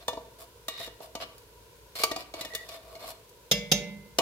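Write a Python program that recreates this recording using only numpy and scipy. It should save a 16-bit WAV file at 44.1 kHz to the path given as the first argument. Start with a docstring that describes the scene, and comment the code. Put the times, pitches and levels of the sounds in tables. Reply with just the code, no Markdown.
"""A spoon edge scrapes wet tin over a low stove hum and faint sizzle, while it also knocks about inside
a hand-held can. Strokes are random slips driving the can's resonances; knocks ring its modes, air column,
lid and wall. A short rough squeal comes midway. Later the spoon is rapped twice on the rim of an enamelled
iron pot, and one more can knock follows: wavering modes and clatter give the pot's ring and the thump of the
stove top. The stove is a wavering sine, coloured noise and pops; decaying noise adds a small kitchen."""
import sys
import numpy as np
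from scipy import signal
from scipy.fft import rfft, irfft, next_fast_len
from scipy.io import wavfile
from scipy.ndimage import map_coordinates

SR = 44100
rng = np.random.default_rng(int(sys.argv[2]) if len(sys.argv) > 2 else 0)


def log_audio(samples):
    """Write samples as a 16-bit WAV file to the path given in sys.argv[1]."""
    # one column per channel
    frames = np.atleast_2d(samples).T
    # limit to full scale, then quantise
    limited = np.clip(frames, -1, 1)
    pcm = np.round(limited * 32767).astype(np.int16)
    wavfile.write(sys.argv[1], SR, pcm)


N = 185726  # length in samples

# Steady low sound of the stove: pitch_hz, relative density_db (per Hz)
STOVE_RUMBLE = [(15, -58), (25, -33), (40, -6), (56, 2.5), (78, -10.5), (104, -1), (140, -9.5),
                (220, -15.5), (330, -13), (465, -0.5), (620, -14), (800, -25), (970, -4.5), (1250, -32)]
# Fizz and pops of the hot pot: pitch_hz, relative density_db (per Hz)
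POT_SIZZLE = [(300, -37), (1100, -9), (1450, 5.5), (1800, -2), (2500, 1), (4000, 0.5), (8000, -4.5),
              (13000, -4), (16000, -6.5)]
# Spoon dragged along the wall: start_s, length_s, strength_db, brightness_db (per octave), bareness_db
SPOON_STROKES = [(0, 0.037, -54, -1.5, 2.5), (.383, 0.059, -48.5, 1.5, -7.5), (.691, 0.17, -60, -0.5, 18),
                 (.775, .1, -50.5, 2.5, 4.5), (1.008, 0.055, -46.5, 0, -7), (1.198, 0.042, -41, -1.6, 5.5),
                 (1.954, 0.1, -41.5, 2, 2.5), (2.175, 0.053, -47, 0.5, 2), (2.345, .1, -45.5, -1.5, 1),
                 (2.449, 0.1, -55, 0.5, -2), (2.563, 0.138, -57.5, 1, 0), (2.683, 0.091, -47, 0, 0),
                 (2.76, 0.25, -52.5, -1.5, -6.5), (2.99, 0.088, -45, -0.5, -2.5),
                 (3.06, 0.061, -44.5, 2, -4)]
# Spoon edge over wet tin: pitch_hz, relative density_db (per Hz)
TIN_FRICTION = [(150, -3), (400, -4), (650, 3), (830, 0.5), (1150, -5), (1500, -5.5), (2500, 0), (4200, 2),
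                (6000, -10.5), (9000, -7.5), (12500, -2.5), (16000, -13.5)]
# Can damped by hand and sauce: pitch_hz, relative level_db, t60_s (for knocks with a lifted spoon)
CAN_MODES = [(298, -7.5, 0.082), (471.4, -10.5, 0.18), (551, -10, 0.066), (649.2, 4, 0.11), (915, -6, 0.13),
             (986, -3.5, 0.087), (1117, 0, 0.035), (1154.4, -3, 0.16), (1930, -17, 0.2), (2175, -27, 0.2),
             (2244, -10.5, 0.21), (2484, -12.5, 0.2), (2880, -6.5, 0.18), (3340, -37, 0.052),
             (3568, -7, 0.1), (4156, -7.5, 0.065), (4580, -14, 0.06), (4950, -13, 0.015), (5580, -5, 0.063),
             (7310, -5.5, 0.07)]
# Spoon against the can; the air note is low when the spoon stays pressed on, high when it bounces off:
# start_s, strength_db, brightness_db (per octave), lid_db, air_hz, wall_hz (at the struck spot)
SPOON_KNOCKS = [(0.08, -32.5, 0.5, 0.5, 490, 1800), (0.13, -44.5, -4, -9, 600, 2950),
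                (0.171, -47, -6.5, 2.5, 475, 2300), (0.682, -38, 3, -4, 664, 1893),
                (0.799, -44, -1, -10, 678, 1844), (0.875, -49, -2.2, -4.5, 487, 1750),
                (1.003, -51.5, -4.5, -3, 664, 2720), (1.151, -40.5, 0, -4.5, 675, 3020),
                (1.38, -73.5, 9, -10, 517, 2380), (1.953, -46, 2.5, -15, 667, 2153),
                (1.999, -41, 0.5, -24, 462, 2360), (2.035, -27.5, 3, 1, 456, 2322),
                (2.113, -34.5, -0.3, -9, 681, 1890), (2.161, -38, 0.3, -3.5, 737, 2396),
                (2.338, -41.5, -0.9, -7, 685, 2260), (2.409, -41.5, 3.1, -10, 648, 2015),
                (2.448, -41, 0.5, -14, 648, 1826), (2.535, -45, -1.5, -27, 477, 1880),
                (2.549, -39.5, 4, -30, 449, 1813), (2.688, -48, 2, -33, 670, 2425),
                (2.952, -49.5, -.3, -29, 683, 2180), (3.292, -81, 10, 2, 470, 2400),
                (4.185, -24.5, 0.5, -5, 668, 2970)]
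# Partials of the struck wall: multiple of the wall note, relative level_db
STRUCK_WALL = [(0.998, 3), (1.971, 6.5)]
# Dense short-lived modes under the can's clear ones: pitch_hz, relative density_db (per Hz)
TIN_CLATTER = [(100, -8.5), (300, 1.5), (600, 7), (800, -2), (1100, -18), (1500, -8), (2200, -8), (4200, 2),
               (5500, -4), (9000, -4), (13000, 0.5), (16000, -4)]
# Rough squeal of the edge near one pitch: start_s, length_s, pitch_hz, level_db
EDGE_SQUEAK = (2.5, 0.14, 1930, -47)
# Spoon on the pot rim: start_s, level_db, then thump_db, low_ring_db, ring_db, tick_db against that level
RIM_RAPS = [(3.512, -6.5, -21.5, -38, -13, -23), (3.715, -6, -19, -36.5, -13, -23)]
# Pot, stove top and spoon ringing together: pitch_hz, relative level_db, t60_s
POT_MODES = [(54, -18, .5), (153, -2, .15), (181, -3, .3), (203, -9, .55), (390, -8, .07), (465, -1, .09),
             (479, -12, .7), (530, -7, .09), (587.5, -11, .6), (877, -30, .8), (1120, -24, .25),
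             (1771, -20, .42), (2062, -14.5, .78), (2268, -11.5, .52), (2707, -14, .17), (2766, -2, .26),
             (3227, -7, .17), (3400, -15, .35), (3510, -15, .3), (3742, 2, .08), (4064, -10, .14),
             (4588, -4, .15), (4812, -3, .11), (5133, -8, .2), (5400, -5, .07), (5580, -4, .09),
             (6214, 3, .13), (6727, -11, .2), (6900, -7, .17), (12500, -10, .09)]
# Dense short-lived modes under the pot's clear ones: pitch_hz, relative density_db (per Hz)
IRON_CLATTER = [(60, -10), (110, -8.5), (175, 8.5), (260, -10.5), (480, 8.5), (900, -13.5), (1900, -9.5),
                (2500, -4.5), (3500, 7.5), (4250, -5.5), (5400, 3.5), (6900, -4.5), (7700, -8.5),
                (12800, 2.5), (16000, -11.5)]
# Bands whose strength a contact sets: low_hz, high_hz
CONTACT_BANDS = [(40, 800), (800, 1400), (1400, 7000), (7000, 18000)]
# Likeness of left and right: pitch_hz, correlation (-1 to 1)
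STEREO_LIKENESS = [(100, 0.95), (300, 0.76), (700, 0.83), (1400, 0.12), (3000, -0.17), (7000, -0.038),
                   (15000, 0.0051)]
# Decay of the kitchen: pitch_hz, t60_s
KITCHEN_DECAY = [(150, 0.99), (600, 0.49), (2000, 0.53), (5000, 0.36), (9000, 0.28), (15000, 0.2)]

TOP_HZ = 15850  # the band limit, where the gain is halved
PIVOT_HZ = 1330  # brightness tips the sound about this pitch
TICK_DB = -11  # top register of a knock
WALL_T60_S, WALL_TOP_HZ = 0.06, 5200  # the sauce damps any wall partial above this pitch
CREST, SWELL_DB = 0.69, 6  # a stroke presses hardest at this share of its length, this much over its ends
SING_DB, SING_GROWS, SING_WIDTH_HZ = 3, .55, 67  # wall notes under a stroke; they grow per dB of bareness
SLIPS_PER_S, JUDDER_DB, JUDDER_PER_S = 3500, 1.5, 260  # grit: mean slip rate, random level depth, points a second
HOLLOW_HZ, HOLLOW_WIDTH_HZ, HOLLOW_DB = 665, 56, 14  # the air in the can hums under every stroke
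AIR_DB, AIR_T60_S = 7.5, 0.077  # the can's air column under a knock; the tables set its pitch
LID_HZ, LID_DB, LID_T60_S = 1183, 6.5, 0.043  # the lid that closes the can's bottom
LOADED_UNTIL_S, LOADED_PITCH = .3, .79  # the first heavy spoonful lowers the lid note by this ratio
PRESSED_BELOW_HZ, PRESSED_RING = 560, 0.62  # a lower air note means a pressed spoon: can t60 cut to this share
RING_WAVER, WAVER_PER_S = 0.24, 35.4  # pot modes waver randomly: depth as a share, random points a second


def amp(db):
    """Decibels to gain."""
    return 10 ** (np.asarray(db) / 20)


def unit(x):
    """Scale to rms 1."""
    return x / np.sqrt(np.mean(x ** 2) + 1e-20)


def along(points, hz):
    """Read (Hz, value) points on a log pitch axis."""
    f, value = np.transpose(points)
    return np.interp(np.log(hz + 1), np.log(f + 1), value)


def wobble(rate, size):
    """A smooth random curve through rate random points a second."""
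    knots = rng.standard_normal(int(size * rate / SR) + 4)
    return map_coordinates(knots, [np.arange(size) * rate / SR])


def filtered(x, response):
    """Shape x by a complex response of frequency."""
    size = x.shape[-1]
    padded = next_fast_len(size + SR // 4)
    spectrum = rfft(x, padded) * response(np.fft.rfftfreq(padded, 1 / SR))
    return irfft(spectrum, padded)[..., :size]


def resonance(f, hz, width):
    """Causal response of one mode, with unity gain at its pitch."""
    return 1j * f * width / (hz * hz - f * f + 1j * f * width)


def stereo(pair, spectrum):
    """Colour two unrelated signals and blend them into left and right by likeness, rms 1."""
    def mid_side(f):
        turn = np.arccos(np.clip(along(STEREO_LIKENESS, f), -1, 1)) / 2
        return amp(along(spectrum, f)) * np.array([np.cos(turn), np.sin(turn)])

    mid, side = filtered(pair, mid_side)
    return unit(np.array([mid + side, mid - side]))


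def noise(spectrum, size):
    """Coloured stereo noise of rms 1."""
    return stereo(rng.standard_normal((2, size)), spectrum)


def band(x, lo, hi):
    """Causal band-pass."""
    return signal.sosfilt(signal.butter(4, [lo, hi], 'band', fs=SR, output='sos'), x)


def ring(modes, t, detune, spread_db, lead_s, skew):
    """Damped modes at fresh strengths; left leads in phase by lead_s in the bass, skew scatters the highs."""
    hz, db, t60 = np.transpose(modes)[:, :, None]
    strength, drift = rng.standard_normal((2, len(modes), 1))
    phase, pattern = rng.uniform(-np.pi, np.pi, (2, len(modes), 1))
    hz = hz * (1 + detune * drift)
    fade = amp(db + spread_db * strength - 60 * t / t60)
    # tanh bounds the phase offset between the ears
    apart = np.tanh(np.pi * hz * lead_s + skew * pattern * hz / (hz + 2000))
    sides = [fade * np.sin(2 * np.pi * hz * t + phase + side * apart) for side in (1, -1)]
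    return np.array([np.sum(side, axis=0) for side in sides])


def contact(blow, levels_db):
    """The point of contact sets how strongly each register answers in the first 20 ms."""
    parts = [band(blow, lo, hi) for lo, hi in CONTACT_BANDS]
    return sum(amp(db) * part / np.std(part[:, :SR // 50]) for part, db in zip(parts, levels_db))


def tipped(brightness, centres_hz):
    """Level change in dB of each register: a hard contact favours the high ones, a soft one the low."""
    return brightness * np.log2(np.array(centres_hz) / PIVOT_HZ)


def wall_partials(s):
    """(Hz, dB) of the wall where the spoon last landed by time s; before any knock, the first spot serves."""
    # 5 ms of grace takes in a knock that starts together with a stroke
    landed = [hz for start, *_, hz in SPOON_KNOCKS if start < s + .005] or [SPOON_KNOCKS[0][-1]]
    return [(k * landed[-1], db) for k, db in STRUCK_WALL if k * landed[-1] < WALL_TOP_HZ]


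def add(track, s, sound):
    """Mix a sound into the track at time s."""
    start = max(round(s * SR), 0)
    track[:, start:start + sound.shape[1]] += sound[:, :max(N - start, 0)]


def kitchen(x, wet_db, gap_s=0.0028):
    """Add a fresh noise tail in which each frequency dies at its own speed, as in a small room."""
    hz, t, z = signal.stft(noise([(100, 0), (16000, 0)], SR // 2), SR, nperseg=256)
    fade = amp(-60 * t / along(KITCHEN_DECAY, hz)[:, None])
    tail = signal.istft(z * fade, SR, nperseg=256)[1]
    # the tail swells in just after the direct sound
    tail = tail * (1 - np.exp(-(np.arange(tail.shape[1]) / SR / gap_s) ** 2))
    echo = signal.fftconvolve(x[:1], tail / np.linalg.norm(tail[0]), axes=1)
    return x + amp(wet_db) * echo[:, :x.shape[1]]


def stove(rumble_db=-56.5, hum_db=-66, hum_hz=58, sizzle_db=-59.5, pops_per_s=90, pops_db=-73):
    """A wavering low sine and a hollow noise rush, under the fizz and tiny random pops of the hot pot."""
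    t = np.arange(N) / SR
    hum_level = amp(hum_db + 0.41 * wobble(5.1, N)) * np.sqrt(2)
    hum = hum_level * np.sin(2 * np.pi * hum_hz * t + .5 * wobble(8.4, N))
    fizz = amp(sizzle_db + 0.086 * wobble(7.4, N)) * noise(POT_SIZZLE, N)
    clicks = (rng.random(N) < pops_per_s / SR) * rng.standard_normal((2, N))
    pops = amp(pops_db) * stereo(clicks, POT_SIZZLE)
    return amp(rumble_db) * noise(STOVE_RUMBLE, N) + hum + fizz + pops


def scrapes(modes_db=15, hiss_db=-6, wet_db=-10.5):
    """The edge catches and slips; slips hiss and excite the can's modes. Bare tin sings, sauce damps it."""
    out, t = np.zeros((2, N)), np.arange(int(.6 * SR)) / SR
    registers = [(200, 1400), (1400, 6500), (6500, 18000)]  # hollow, wall, hiss in Hz

    def body(f):
        # a t60 becomes a bandwidth
        return sum(amp(db) * resonance(f, hz, np.log(1000) / np.pi / t60) for hz, db, t60 in CAN_MODES)

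    for start, length, db, brightness, bare_db in SPOON_STROKES:
        # pressure builds to the crest, then eases until the spoon lifts off
        touching = np.interp(t, [0, .006, length, length + .008], [0, 1, 1, 0])
        swell_db = np.interp(t, [0, min(CREST, 1) * length, length], [-SWELL_DB, 0, -SWELL_DB])
        pressure = touching * amp(swell_db)
        slips = (rng.random((2, len(t))) < SLIPS_PER_S / SR) * rng.standard_normal((2, len(t)))
        judder = amp(JUDDER_DB * wobble(JUDDER_PER_S, len(t)))
        rub = stereo(slips * judder * pressure, TIN_FRICTION)
        sing_db = SING_DB + SING_GROWS * bare_db
        partials = wall_partials(start)

        def tin_response(f):
            wall = sum(amp(sing_db + p_db) * resonance(f, hz, SING_WIDTH_HZ) for hz, p_db in partials)
            hollow = amp(HOLLOW_DB) * resonance(f, HOLLOW_HZ, HOLLOW_WIDTH_HZ)
            return 1 + amp(modes_db) * body(f) + hollow + wall

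        tin = filtered(rub, tin_response)
        levels_db = db + np.array([0, bare_db, hiss_db]) + tipped(brightness, centres_hz=[650, 3000, 11000])
        voice = sum(amp(level) * unit(band(tin, lo, hi)) for level, (lo, hi) in zip(levels_db, registers))
        add(out, start, kitchen(np.sqrt(np.mean(pressure ** 2)) * voice, wet_db))
    return out


def can_knocks(clatter_db=1, clatter_t60=0.082, crack_db=10.5, crack_t60=0.032, chatter_s=0.00086,
               attack_s=0.0014, wet_db=-11.5):
    """Each knock rings the can's modes, air column and lid, and the wall at the spot where the spoon lands."""
    out, t = np.zeros((2, N)), np.arange(int(.4 * SR)) / SR
    for s, db, brightness, lid_db, air_hz, _ in SPOON_KNOCKS:
        lid_hz = LID_HZ * (LOADED_PITCH if s < LOADED_UNTIL_S else 1)
        notes = [(air_hz, AIR_DB, AIR_T60_S), (lid_hz, LID_DB, LID_T60_S)]
        notes += [(*partial, WALL_T60_S) for partial in wall_partials(s)]
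        held = PRESSED_RING if air_hz < PRESSED_BELOW_HZ else 1
        can = [(hz, mode_db, held * t60) for hz, mode_db, t60 in CAN_MODES]
        modes = ring(can + notes, t, detune=.005, spread_db=1.5, lead_s=.00016, skew=.12)
        clatter = amp(clatter_db - 60 * t / clatter_t60)
        crack = amp(crack_db - 60 * np.maximum(t - chatter_s, 0) / crack_t60)
        rattle = (clatter + crack) * noise(TIN_CLATTER, len(t))
        blow = (modes + rattle) * (1 - np.exp(-t / attack_s))
        # registers: air column, lid, wall, tick
        tilt_db = tipped(brightness, centres_hz=[500, 1100, 3500, 11000])
        levels_db = db + np.array([0, lid_db, 0, TICK_DB]) + tilt_db
        add(out, s, kitchen(contact(blow, levels_db), wet_db))
    return out


def squeak(width_hz=90, wet_db=-21.0):
    """The edge squeals on bare tin: noise through a doubled resonance gives a rough, narrow pitch."""
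    start, length, hz, db = EDGE_SQUEAK
    t = np.arange(SR // 2) / SR
    pair = filtered(rng.standard_normal((2, len(t))), lambda f: resonance(f, hz, width_hz) ** 2)
    touching = np.interp(t, [0, .006, length, length + .02], [0, 1, 1, 0])
    out = np.zeros((2, N))
    add(out, start, kitchen(amp(db) * touching * unit(pair), wet_db))
    return out


def pot_raps(clatter_db=10, clatter_t60=0.042, chatter_s=0.0089, attack_s=0.0017, gain_db=0):
    """The spoon chatters on the rim for a few milliseconds, then the heavy pot rings on, each mode wavering."""
    out, t = np.zeros((2, N)), np.arange(SR) / SR
    for s, level_db, *register_db in RIM_RAPS:
        modes = np.zeros((2, len(t)))
        for mode in POT_MODES:
            waver = 1 + RING_WAVER * wobble(WAVER_PER_S, len(t))
            modes += ring([mode], t, detune=0, spread_db=1, lead_s=0, skew=.4) * waver
        # the clatter holds level while the spoon chatters, then dies
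        fade = amp(clatter_db - 60 * np.maximum(t - chatter_s, 0) / clatter_t60)
        blow = (modes + fade * noise(IRON_CLATTER, len(t))) * (1 - np.exp(-t / attack_s))
        levels_db = gain_db + level_db + np.array(register_db)
        add(out, s, kitchen(contact(blow, levels_db), wet_db=-11))
    return out * amp([[-.6], [.6]])  # leans right


def scene():
    """Stove under everything, the can leaning slightly left, the pot leaning right."""
    can = (scrapes() + can_knocks() + squeak()) * amp([[.2], [-.2]])
    return stove() + can + pot_raps()


def record(dry):
    """A steep low-pass leaves next to nothing above the band limit."""
    return filtered(dry, lambda f: 1 / (1 + (f / TOP_HZ) ** 160))


dry = scene()
out = record(dry)
log_audio(out)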